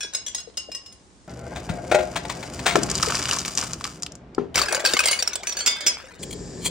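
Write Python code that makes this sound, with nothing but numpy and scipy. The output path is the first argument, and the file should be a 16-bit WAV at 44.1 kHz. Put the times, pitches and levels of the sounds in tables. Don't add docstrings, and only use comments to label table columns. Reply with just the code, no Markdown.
import sys
import numpy as np
from scipy import signal
from scipy.fft import rfft, irfft, next_fast_len
from scipy.io import wavfile
from scipy.ndimage import map_coordinates

SR = 44100
rng = np.random.default_rng(int(sys.argv[2]) if len(sys.argv) > 2 else 0)


def to_wav(s):
    ch = np.atleast_2d(s).T
    pcm = np.round(np.clip(ch, -1, 1) * 32767)
    wavfile.write(sys.argv[1], SR, pcm.astype(np.int16))


N = 295458
TIME = np.arange(N) / SR
T = np.arange(int(.4 * SR)) / SR
ROLL_S, BURST_S, SWEETS_S = 1.278, 4.55, 6.192
TOP_HZ = 15900

# centre in Hz, width in Hz, gain in dB.
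PANE_MODES = [(360, 25, -2), (516, 32, 2), (614, 29, 2), (702.4, 22.5, 4), (836, 35, -1), (980, 220, -10.5),
              (1442, 27, -3.5), (1584, 29, -3.5), (1873, 25, -7), (2166, 190, -9.5)]
FRAME_MODES = [(62, 32, -2), (85.4, 10, -0.5), (121.4, 14, 1), (177.3, 22.3, 1), (242, 12.6, -1.5),
               (287.7, 12.6, -1.5), (369, 113, -8.5)]
# frequency in Hz, gain in dB.
CHATTER_EQ = [(530, -8.5), (900, -4), (2180, -1), (3130, -8.5), (3700, -3), (5510, -11.5), (9150, -9),
              (10800, -30), (15000, -23)]
CRUNCH_EQ = [(350, -14.5), (600, -10), (993, -10), (1100, -9), (1300, -8), (1880, -14), (2570, -13),
             (2950, -12), (3750, -14), (4940, -10.5), (8870, -9), (9800, -5), (11300, -19), (15500, -22.5)]


def roll_strength():
    # time in seconds, relative level in dB.
    contour = [(1.31, -42.5), (1.49, -39.5), (1.89, -39.5), (2.36, -41.5), (2.88, -33.5), (3.54, -44.5),
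               (3.76, -42.5), (4.15, -48.5), (4.54, -48)]
    return amp(np.interp(TIME, *np.transpose(contour))) * (TIME > ROLL_S) * (1 - ramp(BURST_S, .012))


def rolling():
    on_stone = ramp(2.84, 0.16)
    drive = roll_strength() * amp(-9 * on_stone + 3 * wobble(rate=38))
    bumps = resonated(resonated(contacts(rate=500, spread_db=4, size=N), PANE_MODES), PANE_MODES)
    hum = amp(-7) * resonated(rng.standard_normal(N), PANE_MODES)
    drone = unit(softened(bumps + hum))
    drift = 1 + .03 * wobble(rate=5)
    return drive * np.interp(np.cumsum(drift), np.arange(N), drone)


def rattles():
    # start in seconds, relative body and chatter levels in dB, chatter t60 in seconds,
    # hollow note in Hz (it depends on where the jar lies).
    slaps = [(1.559, -28, -33, 0.13, 688), (1.692, -21, -26, 0.077, 693), (1.9163, -5, -18, 0.055, 600),
             (1.924, -8.5, -22, 0.056, 641), (1.947, -4, -18.5, 0.069, 612), (1.958, -9.5, -28, 0.038, 608),
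             (1.989, -13, -29.5, 0.066, 615.5), (2.007, -18.5, -27.5, 0.047, 612),
             (2.033, -21, -46, 0.034, 614), (2.16, -18, -18.5, 0.09, 687),
             (2.252, -25.5, -27.5, 0.034, 870), (2.297, -27, -20, 0.068, 970),
             (2.428, -35, -29, 0.075, 900), (2.592, -36, -24.5, 0.055, 950), (2.66, -15, -16, 0.28, 690.5)]
    # multiple of the note, level in dB, t60 in seconds.
    partials = [(1, -2.5, 0.16), (1.17, -13, 0.087), (1.33, -7.5, 0.06), (0.6, -16, 0.26),
                (2.31, -15.5, 0.17)]
    # centre in Hz, width in Hz, gain in dB.
    edge_modes = [(1420, 62, 0), (1900, 44, -5), (2190, 190, -4), (2960, 88, -11.5), (3670, 120, -12.5),
                  (4180, 180, -12)]
    body, chatter, buzz, hollow = np.zeros((4, N))
    for s, body_db, chatter_db, t60, hz in slaps:
        flurry = contacts(rate=2800, spread_db=3) * decay(t60) * swell(rise=0.0036)
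        knock = unit_attack(contacts(rate=4600, spread_db=4) * decay(t60 / 2))
        note = ring(np.multiply(partials, [hz, 1, 1]), spread_db=0.5) * swell(rise=0.00031)
        add(body, s - .003, amp(body_db) * knock)
        add(chatter, s - .003, amp(chatter_db) * flurry)
        add(buzz, s - .003, amp(body_db) * flurry)
        add(hollow, s - .001, amp(body_db) * note)
    return (amp(8.5) * resonated(body, PANE_MODES) + amp(12) * coloured(chatter, CHATTER_EQ)
            + resonated(buzz, edge_modes) + amp(-8.5) * hollow)


def crack(hz):
    flurry = contacts(rate=3400, spread_db=6.5) * decay(0.016) * swell(rise=0.001)
    pitched = resonated(flurry, [(hz, 0.4 * hz, 0)])
    return unit_attack(unit_attack(pitched) + amp(-3) * unit_attack(flurry))


def grit():
    # start in seconds, relative level in dB, pitch in Hz.
    big_cracks = [(2.7549, -6, 1670), (2.831, -12.5, 7400), (2.899, -15, 6600), (2.913, -12.5, 6880),
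                  (2.952, -13.5, 5800), (2.978, -17, 6700), (2.9975, -20, 1150), (3.0266, -7, 4570),
                  (3.0295, -9.5, 1250), (3.0488, -20, 1110), (3.059, -18, 5000), (3.0995, -16, 1410),
                  (3.1219, -14.5, 1170), (3.1451, -14, 1470), (3.151, -13, 4900), (3.1685, -21, 2400),
                  (3.195, -22, 1390), (3.225, -17.5, 4500), (3.2537, -14, 2970), (3.2887, -19, 1360),
                  (3.2982, -21, 1240), (3.3103, -9, 2960), (3.3275, -16, 1300), (3.3357, -18.5, 1230),
                  (3.385, -15.5, 5900), (3.39, -16, 4880), (3.449, -16, 2880), (3.551, -19, 7240),
                  (3.5737, -9.5, 6340), (3.581, -12, 4400), (3.611, -16, 6000), (3.6245, -17.5, 1230),
                  (3.7328, -16.5, 6100), (3.8085, -23.5, 1170), (3.841, -14, 3070), (3.85, -18.5, 1100),
                  (4.0216, -22, 6960), (4.0309, -16, 5630), (4.0625, -20, 2790), (4.119, -31, 5920),
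                  (4.152, -31.5, 6870), (4.347, -32, 4500)]
    # time in seconds, relative level in dB.
    grinding = [(2.73, -57), (2.9, -31), (3.06, -27), (3.27, -28), (3.335, -20), (3.41, -31.5),
                (3.435, -40.5), (3.48, -24), (3.54, -42), (3.64, -29.5), (3.8, -47), (3.97, -55.5)]
    # centre in Hz, width in Hz, gain in dB.
    wall_modes = [(1146, 82, -6), (1306, 124, -2), (2950, 130, -1), (4910, 140, -4), (5740, 90, -4)]
    stone_s, step_edge_s = 2.72, 3.98
    dust = amp(-47.5 + 7 * (TIME - ROLL_S)) * (TIME > ROLL_S) * (TIME < stone_s)
    sand = amp(np.interp(TIME, *np.transpose(grinding))) * (TIME > stone_s)
    bed = dust + sand
    crumb_power = sum((amp(db - 19.5) * envelope(s, attack=0.0037, fade_db_per_s=115)) ** 2
                      for s, db, _ in big_cracks)
    load = np.sqrt(bed ** 2 + crumb_power) * (1 - ramp(step_edge_s, 0.066))
    coarse = softened(contacts(rate=420, spread_db=5, size=N)) * amp(3.5 * wobble(rate=48))
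    fine = contacts(rate=700, spread_db=5, size=N) + amp(-9) * rng.standard_normal(N)
    fine *= amp(3.5 * wobble(rate=91))
    crush = load * (amp(2) * coarse + amp(1.1) * fine)
    cracks = [(s, amp(db), hz) for s, db, hz in big_cracks]
    for s in [*scattered(ROLL_S, stone_s - ROLL_S, rate=7.6), *scattered(stone_s, .72, rate=34)]:
        gain = np.interp(s, TIME, bed) * amp(rng.normal(7, 2))
        cracks.append((s, gain, 3070 * 2 ** (1.44 * rng.uniform(-1.4, 1))))
    for s, gain, hz in cracks:
        add(crush, s, gain * amp(-3) * crack(hz))
    wall = sum(resonated(crush, [mode]) for mode in wall_modes)
    return amp(6) * coloured(crush + amp(-2.5) * wall, CRUNCH_EQ)


def thuds():
    # start in seconds, blow in dB, rocking in dB, hardness in dB per octave.
    landings = [(2.755, -9.5, -15, 4), (4.381, -13.5, -10.5, 0)]
    # frequency in Hz, level in dB, t60 in seconds.
    jar_modes = [(248, -22, 0.1), (367, 3.5, 0.022), (824, 1, 0.014), (1032, -13.5, 0.036),
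                 (1342, -5.5, 0.02), (1750, -7, 0.013)]
    # frequency in Hz, gain in dB.
    slosh_eq = [(40, -16), (120, -12), (260, -5.5), (380, -20), (900, -29), (2000, -38), (8000, -36)]
    rock_hz, rock_every_s, rock_loss_db = 399, 0.02, 4.5
    rock = np.sin(2 * np.pi * rock_hz * T) * decay(0.05) * swell(rise=0.0021)
    out = np.zeros(N)
    for s, db, rock_db, hardness in landings:
        modes = [(hz, level + hardness * np.log2(hz / rock_hz), t60) for hz, level, t60 in jar_modes]
        add(out, s - .001, amp(db) * unit_attack(ring(modes, spread_db=2) * swell(rise=0.0032)))
        for k in range(4):
            add(out, s + 0.0135 + k * rock_every_s, amp(rock_db - k * rock_loss_db) * rock)
        slosh = unit(softened(coloured(rng.standard_normal(len(T)), slosh_eq)))
        add(out, s, amp(db - 11) * slosh * decay(0.3) * swell(rise=0.0014))
    return out


def soft_bumps():
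    # start in seconds, relative level in dB, starting pitch in Hz.
    bumps = [(0.043, -41.5, 389), (0.473, -38, 468), (0.686, -36.5, 433), (1.698, -18, 195),
             (2.763, -15.5, 531), (2.778, -18.5, 291), (2.829, -20, 257), (3.074, -24.5, 414),
             (4.724, -24, 718), (4.838, -27, 438), (4.935, -21.5, 439)]
    sag_octaves_per_s = 12
    out = np.zeros(N)
    for s, db, hz in bumps:
        pitch = hz * 2 ** (-sag_octaves_per_s * T) * (1 + 0.27 * wobble(rate=257, size=len(T)))
        tone = np.sin(2 * np.pi * np.cumsum(pitch) / SR)
        add(out, s, amp(db + 10) * tone * decay(0.058) * swell(rise=0.0022))
    return out


def burst():
    out = np.zeros(N)
    for s, db, t60 in [(4.543, -22, 0.08), (4.566, -15, 0.2)]:
        pieces = unit(coloured(contacts(rate=900, spread_db=2.5), CHATTER_EQ))
        add(out, s, amp(db) * swell(rise=0.0052) * decay(t60) * pieces)
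    return out


def snap(t60):
    # frequency in Hz, gain in dB.
    skid_eq = [(200, -8.5), (500, 3), (1500, -2), (5000, 4.5), (9000, 4.5), (15000, -7.5)]
    return unit_attack(coloured(contacts(rate=8900, spread_db=0.5) * decay(t60), skid_eq))


def tick():
    return amp(-13) * snap(t60=0.004)


def chips():
    rows = []
    for s in scattered(BURST_S, .62, rate=22):
        db = -27 - 7 * (s - BURST_S)
        hz = 2710 * 2 ** (0.9 * rng.uniform(-1, 1))
        rows.append((s, db, hz, 3.1 * hz, 0, 0.076, db - 9, 4 * rng.standard_normal()))
    return rows


def shards():
    # start in seconds, relative level in dB, low and high
    # mode in Hz, high over low in dB, t60 in seconds, relative snap level in dB, left over right in dB.
    fragments = [(4.5437, -30.5, 3080, 5600, -18, 0.1, -37.5, 2),
                 (4.557, -14.5, 2260, 6020, -5, 0.01, -13.5, -1),
                 (4.578, -18, 2590, 5650, 4, 0.034, -23, -2),
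                 (4.586, -19.5, 2660, 3130, -3, 0.023, -24, -1),
                 (4.5925, -19, 1340, 7250, -10, 0.02, -34, -2),
                 (4.6158, -14, 1130, 4530, 3, 0.021, -29, -0.5),
                 (4.634, -25, 2620, 4730, -13, 0.04, -34, -4), (4.684, -21, 1640, 3720, -27, 0.04, -41, -4),
                 (4.7245, -16, 5959, 9200, 8, 0.028, -23, -1),
                 (4.747, -19.5, 1560, 6740, 4, 0.041, -16.5, -1.5),
                 (4.7958, -26.5, 1980, 7400, -1, 0.06, -39, -4),
                 (4.8503, -16.5, 1590, 4140, -3, 0.18, -15, -1),
                 (4.859, -14, 2560, 4570, 4, 0.053, -16, -3.5), (4.889, -28, 4520, 8140, -1, 0.09, -32, 0),
                 (4.872, -19, 3359, 4480, 2, 0.024, -32, -1),
                 (4.9353, -15.5, 1790, 3630, 3, 0.024, -13.5, -2),
                 (4.9675, -14.5, 1160, 2170, 6, 0.026, -34, -1.5),
                 (4.991, -13.5, 2519, 8440, -9, 0.068, -16, 2),
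                 (5.0035, -14.5, 1240, 2534, 4.5, 0.027, -24, 0),
                 (5.0387, -21, 2250, 5350, -7, 0.021, -22, 0),
                 (5.0564, -13.5, 2120, 9280, 8, 0.045, -16.5, -2.5),
                 (5.072, -18.5, 2110, 8640, 2, 0.046, -25, 4),
                 (5.083, -18.5, 2090, 4581, 2, 0.18, -14.5, -8),
                 (5.112, -13.5, 6840, 9130, 9, 0.15, -23, -1.5),
                 (5.1284, -17.5, 2180, 2910, -0.5, 0.099, -27, 0),
                 (5.1894, -23, 4660, 6900, -5, 0.06, -39, 0), (5.2, -24.5, 3530, 4500, 8, 0.047, -39, -3),
                 (5.2243, -15.5, 3040, 5590, 11, 0.021, -21, -2),
                 (5.2752, -15.5, 5380, 8280, -7, 0.019, -36, -2),
                 (5.332, -26.5, 3560, 6080, 9, 0.09, -34, 0),
                 (5.3549, -19.5, 3480, 8000, 9, 0.044, -29, -5.5),
                 (5.433, -30.5, 2260, 6900, -5, 0.03, -34, -2), (5.5236, -26, 3570, 5620, 7, 0.04, -37, -2),
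                 (5.6052, -24.5, 4490, 7190, -13, 0.22, -39, -5)]
    left, right = np.zeros((2, N))
    for s, db, low_hz, high_hz, high_db, t60, snap_db, left_db in [*fragments, *chips()]:
        pair = ring([(low_hz, 0, t60), (high_hz, high_db, t60)], spread_db=0.5)
        weak = ring(overtones(db=0, t60=1.05 * t60, count=9), spread_db=2)
        tone = (amp(0.5) * pair + amp(-3) * weak) * damped(kept_db=-5, contact=0.0091)
        skid = amp(snap_db - 1.5) * snap(t60=0.021) * swell(rise=0.00041)
        clink = amp(db) * (tone * swell(rise=0.00086) + tick()) + skid
        add(clink, rng.uniform(.002, .006), amp(db - 7) * snap(t60=0.031))
        add(left, s, amp(left_db / 2) * clink)
        add(right, s, amp(-left_db / 2) * clink)
    return np.array([left, right])


def bouncing(blows, modes, snap_db, weak_db, detune):
    out = np.zeros(N)
    hz, first_db, second_db, t60 = np.transpose(modes)
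    for s, db, place, free_s in blows:
        struck = np.column_stack([hz, first_db + np.clip(place, 0, 1) * (second_db - first_db), t60])
        weak = overtones(db=weak_db, t60=0.11, count=18)
        tone = ring(np.vstack([struck, weak]), spread_db=2, detune=detune)
        tone *= damped(kept_db=-7.5, contact=free_s)
        skid = amp(snap_db) * snap(t60=0.036)
        add(out, s, amp(db) * ((tone + skid) * swell(rise=0.0011) + tick()))
    return out


def large_pieces():
    # start in seconds, level in dB, place of contact (held to 0-1),
    # free ringing in seconds.
    wall_blows = [(5.47, -19, 0, 0.014), (5.493, -25, 0.22, 0.018), (5.5686, -23, 1, 0.018),
                  (5.589, -24, 0.51, 0.018)]
    base_blows = [(5.6615, -12.5, 0.33, 0.0061), (5.669, -12.5, 0.3, 0.0088), (5.675, -12, 0.01, 0.012),
                  (5.709, -25, 0, 0.03), (5.8067, -25, 0.051, 0.025), (5.864, -15, 0.87, 0.015),
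                  (5.8685, -11, 1, 0.023), (5.879, -20, 0.7, 0.01)]
    # frequency in Hz, level in dB at place 0 and at place 1, t60 in seconds.
    wall_modes = [(1640, -10, 5, 0.11), (1990, 5, -19, 0.063), (2560, -3, -11, 0.3), (3560, -13, -18, 0.12),
                  (4520, -3, 2, 0.25), (5980, 9.5, 7, 0.17), (6720, 2, 11, 0.18), (7190, 1, -4, 0.2),
                  (8950, -18, 2, .15)]
    base_modes = [(2032, -3.5, -16, 0.31), (2210, -2.5, -19, 0.38), (3197, -7, -20, 0.38),
                  (3548, -0.5, -25, 0.52), (4826, 6.5, -12, 0.16), (5073, -4, 6.5, 0.15),
                  (5970, -5, 0, 0.16), (6769, -6, -14, 0.14), (7330, 0, 2, 0.12), (8500, -12, -16, 0.076),
                  (9530, -19, 3, 0.13)]
    return (bouncing(wall_blows, wall_modes, snap_db=-2.5, weak_db=-4.5, detune=0.0017)
            + bouncing(base_blows, base_modes, snap_db=-4.5, weak_db=-8, detune=0.001))


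def settling_pieces():
    # start in seconds, level in dB, place of contact (held to 0-1),
    # free ringing in seconds.
    sliver_blows = [(0.135, -27.5, -0.5, 0.02), (0.1482, -16, 0.15, 0.012), (0.3475, -18.5, 0.05, 0.01),
                    (0.381, -29.5, 0.6, 0.04), (0.4, -32, 0, 0.01), (0.571, -22.5, 0.4, 0.014),
                    (0.5755, -20, 2.5, 0.01), (0.717, -29, 1, 0.022), (0.748, -24.5, 1, 0.02),
                    (0.861, -35.5, 1.2, 0.026), (0.924, -40, 0.1, 0.0089)]
    shoulder_blows = [(0.0064, -25, 0.12, 0.051), (0.03, -27.5, 0.099, 0.045), (0.2636, -24, 1, 0.029),
                      (0.281, -28.5, 0.86, 0.0072)]
    # frequency in Hz, level in dB at place 0 and at place 1, t60 in seconds.
    sliver_modes = [(1073, -24, -23, 0.97), (1820, -21, -33, 0.14), (2824, -13.5, -2.5, 0.36),
                    (3950, -2.5, -25, 0.23), (5135, 5, 9, 0.1), (6580, 10, -8, 0.1), (7940, 7, -6, 0.1),
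                    (9185, 5.5, -15, 0.092), (9600, -2, -2, 0.12)]
    shoulder_modes = [(1643, 0, -30, 0.25), (2430, -5.5, -28, 0.16), (2770, -5, -13, 0.26),
                      (3396, -5, 1, 0.22), (4150, -7, -23, 0.15), (5472, 2, -10, 0.26), (5980, -2, 7, 0.13),
                      (6610, 0, -13.5, 0.14), (7200, -4, 9.5, 0.1), (9050, -6, -2, 0.14),
                      (9930, -15, 6, 0.08)]
    return (bouncing(sliver_blows, sliver_modes, snap_db=-9.5, weak_db=-12.5, detune=0.0041)
            + bouncing(shoulder_blows, shoulder_modes, snap_db=-8, weak_db=-5.5, detune=0.0049))


def splinters():
    out = np.zeros(N)
    for s in scattered(0, ROLL_S, rate=14):
        add(out, s, amp(-32.5 - 20 * s) * snap(t60=0.013))
    return softened(out)


def flow():
    # start in seconds, relative glass and liquid levels in dB.
    waves = [(4.549, -32, -28.5), (4.703, -32, -30.5), (4.86, -27.5, -33.5), (5.029, -27.5, -37.5),
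             (5.67, -36, -57)]
    skitter_db, trickle_db = -48, -46.5
    run = envelope(BURST_S, attack=0.011, hold=1.44, fade_db_per_s=44)
    power = (amp([[skitter_db], [trickle_db]]) * run) ** 2
    for s, glass_db, water_db in waves:
        power += (amp([[glass_db], [water_db]]) * envelope(s, attack=0.011, fade_db_per_s=77)) ** 2
    return np.sqrt(power) * (TIME < SWEETS_S)


def spill():
    glass, water = flow()
    tinkle = pings(rate=130, centre_hz=3700, octaves=1.35, cycles=300, spread_db=3.5, rise=0, count=3)
    skitter = unit(coloured(contacts(rate=260, spread_db=5, size=N), CRUNCH_EQ))
    bubbles = pings(rate=370, centre_hz=817, octaves=1.31, cycles=52, spread_db=8.5, rise=0.14, count=1)
    # frequency in Hz, gain in dB.
    splash_eq = [(88, -54), (150, -9), (280, -18), (418, -9), (975, -8.5), (1580, -1), (1930, -6),
                 (2500, -2.5), (3250, -44), (5500, -120)]
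    splash = unit(coloured(contacts(rate=1600, spread_db=31, size=N), splash_eq))
    return (glass * (amp(2) * tinkle + amp(-3.5) * skitter)
            + water * (amp(-0.6) * bubbles + amp(-3) * splash))


def frame():
    shaking = resonated(contacts(rate=830, spread_db=2.5, size=N), FRAME_MODES)
    return amp(4) * roll_strength() * unit(softened(shaking))


def boom():
    out = np.zeros(N)
    bass = coloured(rng.standard_normal(len(T)), [(20, -6.5), (55, -3), (130, -10.5), (300, -18), (900, -75)])
    add(out, 4.552, amp(-26.5) * unit(bass) * decay(0.37) * swell(rise=0.0035))
    return out


def sweets():
    # peak time in seconds, relative level in dB, half length in seconds.
    rustles = [(6.234, -29.5, 0.0048), (6.312, -34.5, 0.0032), (6.331, -31, 0.0044), (6.641, -38.5, 0.017),
               (6.665, -19, 0.0092)]
    # frequency in Hz, gain in dB.
    wrapper_eq = [(900, -13), (1600, -26.5), (2350, -8), (2700, -22), (3250, 0), (3750, -19), (4250, -3.5),
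                  (5000, -23), (5900, -20), (7000, -8), (8400, -8.5), (9500, 0.5), (10800, -19.5),
                  (15000, -17.5)]
    air_eq = [(15, -57), (25, -37), (54, -1), (172, -20), (415, -7), (978, -29), (1310, -41), (1810, -26.5),
              (2130, -48), (5140, -27.5), (6370, -32), (7280, -22.5), (9770, -36), (10600, -88),
              (15000, -70)]
    air = amp(-38.5) * unit(coloured(rng.standard_normal(N), air_eq))
    drone = amp(-39.5 + 5.3 * ramp(SWEETS_S, 0.58)) * unit(resonated(rng.standard_normal(N), FRAME_MODES))
    motion = sum(amp(db) * np.exp(-.5 * ((TIME - s) / width) ** 2) for s, db, width in rustles)
    crinkle = unit(coloured(contacts(rate=3400, spread_db=6, size=N), wrapper_eq))
    return (TIME > SWEETS_S) * (air + drone + amp(2.5) * motion * crinkle)


def yard():
    # frequency in Hz, gain in dB.
    air_eq = [(15, -65.5), (25, -23), (40, -7.5), (64, -5.5), (131, -18), (191, -12.5), (335, -16),
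              (2560, -35), (6540, -32), (9770, -31), (10600, -51), (15000, -73)]
    side_eq = [(25, -21.5), (60, -2), (130, -20), (1000, 0), (5000, -2.5)]
    mid, side = unit(coloured(rng.standard_normal((2, N)), air_eq))
    side = filtered(side, lambda hz: amp(along(side_eq, hz)))
    air = mid + np.array([side, -side])
    return np.where(TIME < ROLL_S, amp(-52.5) * air, amp(-49.5) * softened(air))


def stairway(x, left_db, near_db, far_db):
    # frequency in Hz, t60 in seconds.
    echo_t60 = [(150, 0.48), (1000, 0.35), (5000, 0.28), (12000, 0.082)]
    scatter_eq = [(150, -13.5), (500, -6.5), (1100, -13), (2300, -11), (9000, -5.5)]
    left_lag_s = 2.7e-5
    direct = filtered(x, lambda hz: np.exp(1j * np.pi * hz * left_lag_s * np.array([[-1], [1]])))
    scatter = coloured(rng.standard_normal((2, len(T))), scatter_eq) * decay(0.021)
    hz, t, bands = signal.stft(rng.standard_normal((2, len(T))), SR, nperseg=256)
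    bands *= amp(-60 * t / along(echo_t60, hz)[:, None])
    tail = signal.istft(bands, SR, nperseg=256)[1][:, :len(T)] * swell(rise=0.0065)
    impulse = (amp(near_db) * unit(scatter) + amp(far_db) * unit(tail)) / np.sqrt(len(T))
    reflections = signal.fftconvolve(np.atleast_2d(x), impulse, axes=1)[:, :N]
    return (direct + reflections) * amp(left_db * np.array([[.5], [-.5]]))


def contacts(rate, spread_db, size=len(T)):
    strength = amp(spread_db * np.clip(rng.standard_normal(size), -2, 2)) * rng.choice([-1, 1], size)
    return unit(strength * (rng.random(size) < rate / SR))


def ring(modes, spread_db, detune=0.0018):
    hz, db, t60 = np.transpose(modes)[..., None]
    strength = amp(db + spread_db * np.clip(rng.standard_normal(hz.shape), -1.5, 1.5))
    hz = hz * (1 + detune * rng.standard_normal(hz.shape))
    tones = np.sin(2 * np.pi * (hz * T + rng.random(hz.shape)))
    return unit_attack(np.sum(strength * decay(t60) * tones, axis=0))


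def overtones(db, t60, count):
    hz = rng.uniform(1375, 10200, count)
    return np.column_stack([hz, rng.normal(db, 4.7, count), t60 * rng.uniform(0.61, 0.98, count)])


def pings(rate, centre_hz, octaves, cycles, spread_db, rise, count):
    starts = rng.random(int(rate * 2)) * 2 + BURST_S
    gain = amp(spread_db * np.clip(rng.standard_normal((len(starts), 1)), -1.5, 1.5))
    t = T[:3000]
    samples = (starts * SR).astype(int)[:, None] + np.arange(len(t))
    cloud = np.zeros(2 * N)
    for _ in range(count):
        hz = np.minimum(centre_hz * 2 ** (octaves * rng.uniform(-1, 1, gain.shape)), TOP_HZ)
        age = t * hz / cycles
        tones = gain * amp(-60 * age) * np.sin(2 * np.pi * hz * t * (1 + rise * np.minimum(age, 1)))
        cloud += np.bincount(samples.ravel(), tones.ravel(), 2 * N)
    return unit(cloud[:N]) * np.sqrt(2 * SR / N)


def damped(kept_db, contact):
    return amp(kept_db) + (1 - amp(kept_db)) * np.exp(-(T / contact) ** 2)


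def swell(rise):
    return 1 - np.exp(-(T / rise) ** 2)


def decay(t60):
    return amp(-60 * T / t60)


def ramp(s, length):
    return np.clip((TIME - s) / length, 0, 1)


def envelope(s, attack, fade_db_per_s, hold=0):
    return ramp(s, attack) * amp(-fade_db_per_s * np.maximum(TIME - s - attack - hold, 0))


def wobble(rate, size=N):
    return map_coordinates(rng.standard_normal(int(size * rate / SR) + 4), [np.arange(size) * rate / SR])


def scattered(s, length, rate):
    slots = np.arange(int(length * rate))
    return s + (slots + rng.random(len(slots))) / rate


def filtered(x, response):
    n = x.shape[-1]
    padded = 2 * next_fast_len(n // 2 + 4096)
    return irfft(rfft(x, padded) * response(np.fft.rfftfreq(padded, 1 / SR)), padded)[..., :n]


def coloured(x, spectrum):
    def response(hz):
        cepstrum = irfft(np.log(amp(along(spectrum, hz)) + 1e-6))
        cepstrum[1:len(hz) - 1] *= 2
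        cepstrum[len(hz):] = 0
        return np.exp(rfft(cepstrum))
    return filtered(x, response)


def resonated(x, peaks):
    return filtered(x, lambda f: sum((-1) ** k * amp(db) * 1j * f * width / (hz**2 - f**2 + 1j * f * width)
                                     for k, (hz, width, db) in enumerate(peaks)))


def softened(x, corner_hz=2600):
    return filtered(x, lambda hz: 1 / np.sqrt(1 + (hz / corner_hz) ** 4))


def along(points, hz):
    freqs, values = np.transpose(points)
    return np.interp(np.log(hz + 1), np.log(freqs), values)


def amp(db):
    return np.exp(np.asarray(db) * np.log(10) / 20)


def unit(x):
    return x / np.sqrt(np.mean(x ** 2) + 1e-20)


def unit_attack(x):
    return x / np.sqrt(np.mean(x[:220] ** 2) + 1e-20)


def add(track, s, sound):
    part = track[max(round(s * SR), 0):][:len(sound)]
    part += sound[:len(part)]


def scene():
    settling = settling_pieces() + splinters()
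    large = large_pieces()
    return (stairway(settling, left_db=0.5, near_db=-2.5, far_db=-7)
            + stairway(rolling() + rattles(), left_db=6, near_db=-9, far_db=-13)
            + stairway(grit() + sweets(), left_db=1.2, near_db=-4, far_db=-15.5)
            + stairway(thuds() + soft_bumps(), left_db=2, near_db=-7, far_db=-19)
            + stairway(burst() + shards() + spill(), left_db=2.3, near_db=-3.5, far_db=-14)
            + stairway(large, left_db=0, near_db=-4, far_db=-8)
            + frame() + boom() + yard())


def record(dry):
    # frequency in Hz, gain in dB.
    microphone_eq = [(20, -24), (55, -2), (7000, -1), (9300, -5), (10500, -16.5), (12500, -14), (15200, 4)]
    x = filtered(dry, lambda hz: amp(along(microphone_eq, hz)))
    x = x / (1 + np.abs(x / .92) ** 6) ** (1 / 6)
    return filtered(x, lambda hz: np.clip((TOP_HZ - hz) / 400 + .5, 0, 1))


dry = scene()
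out = record(dry)
to_wav(out)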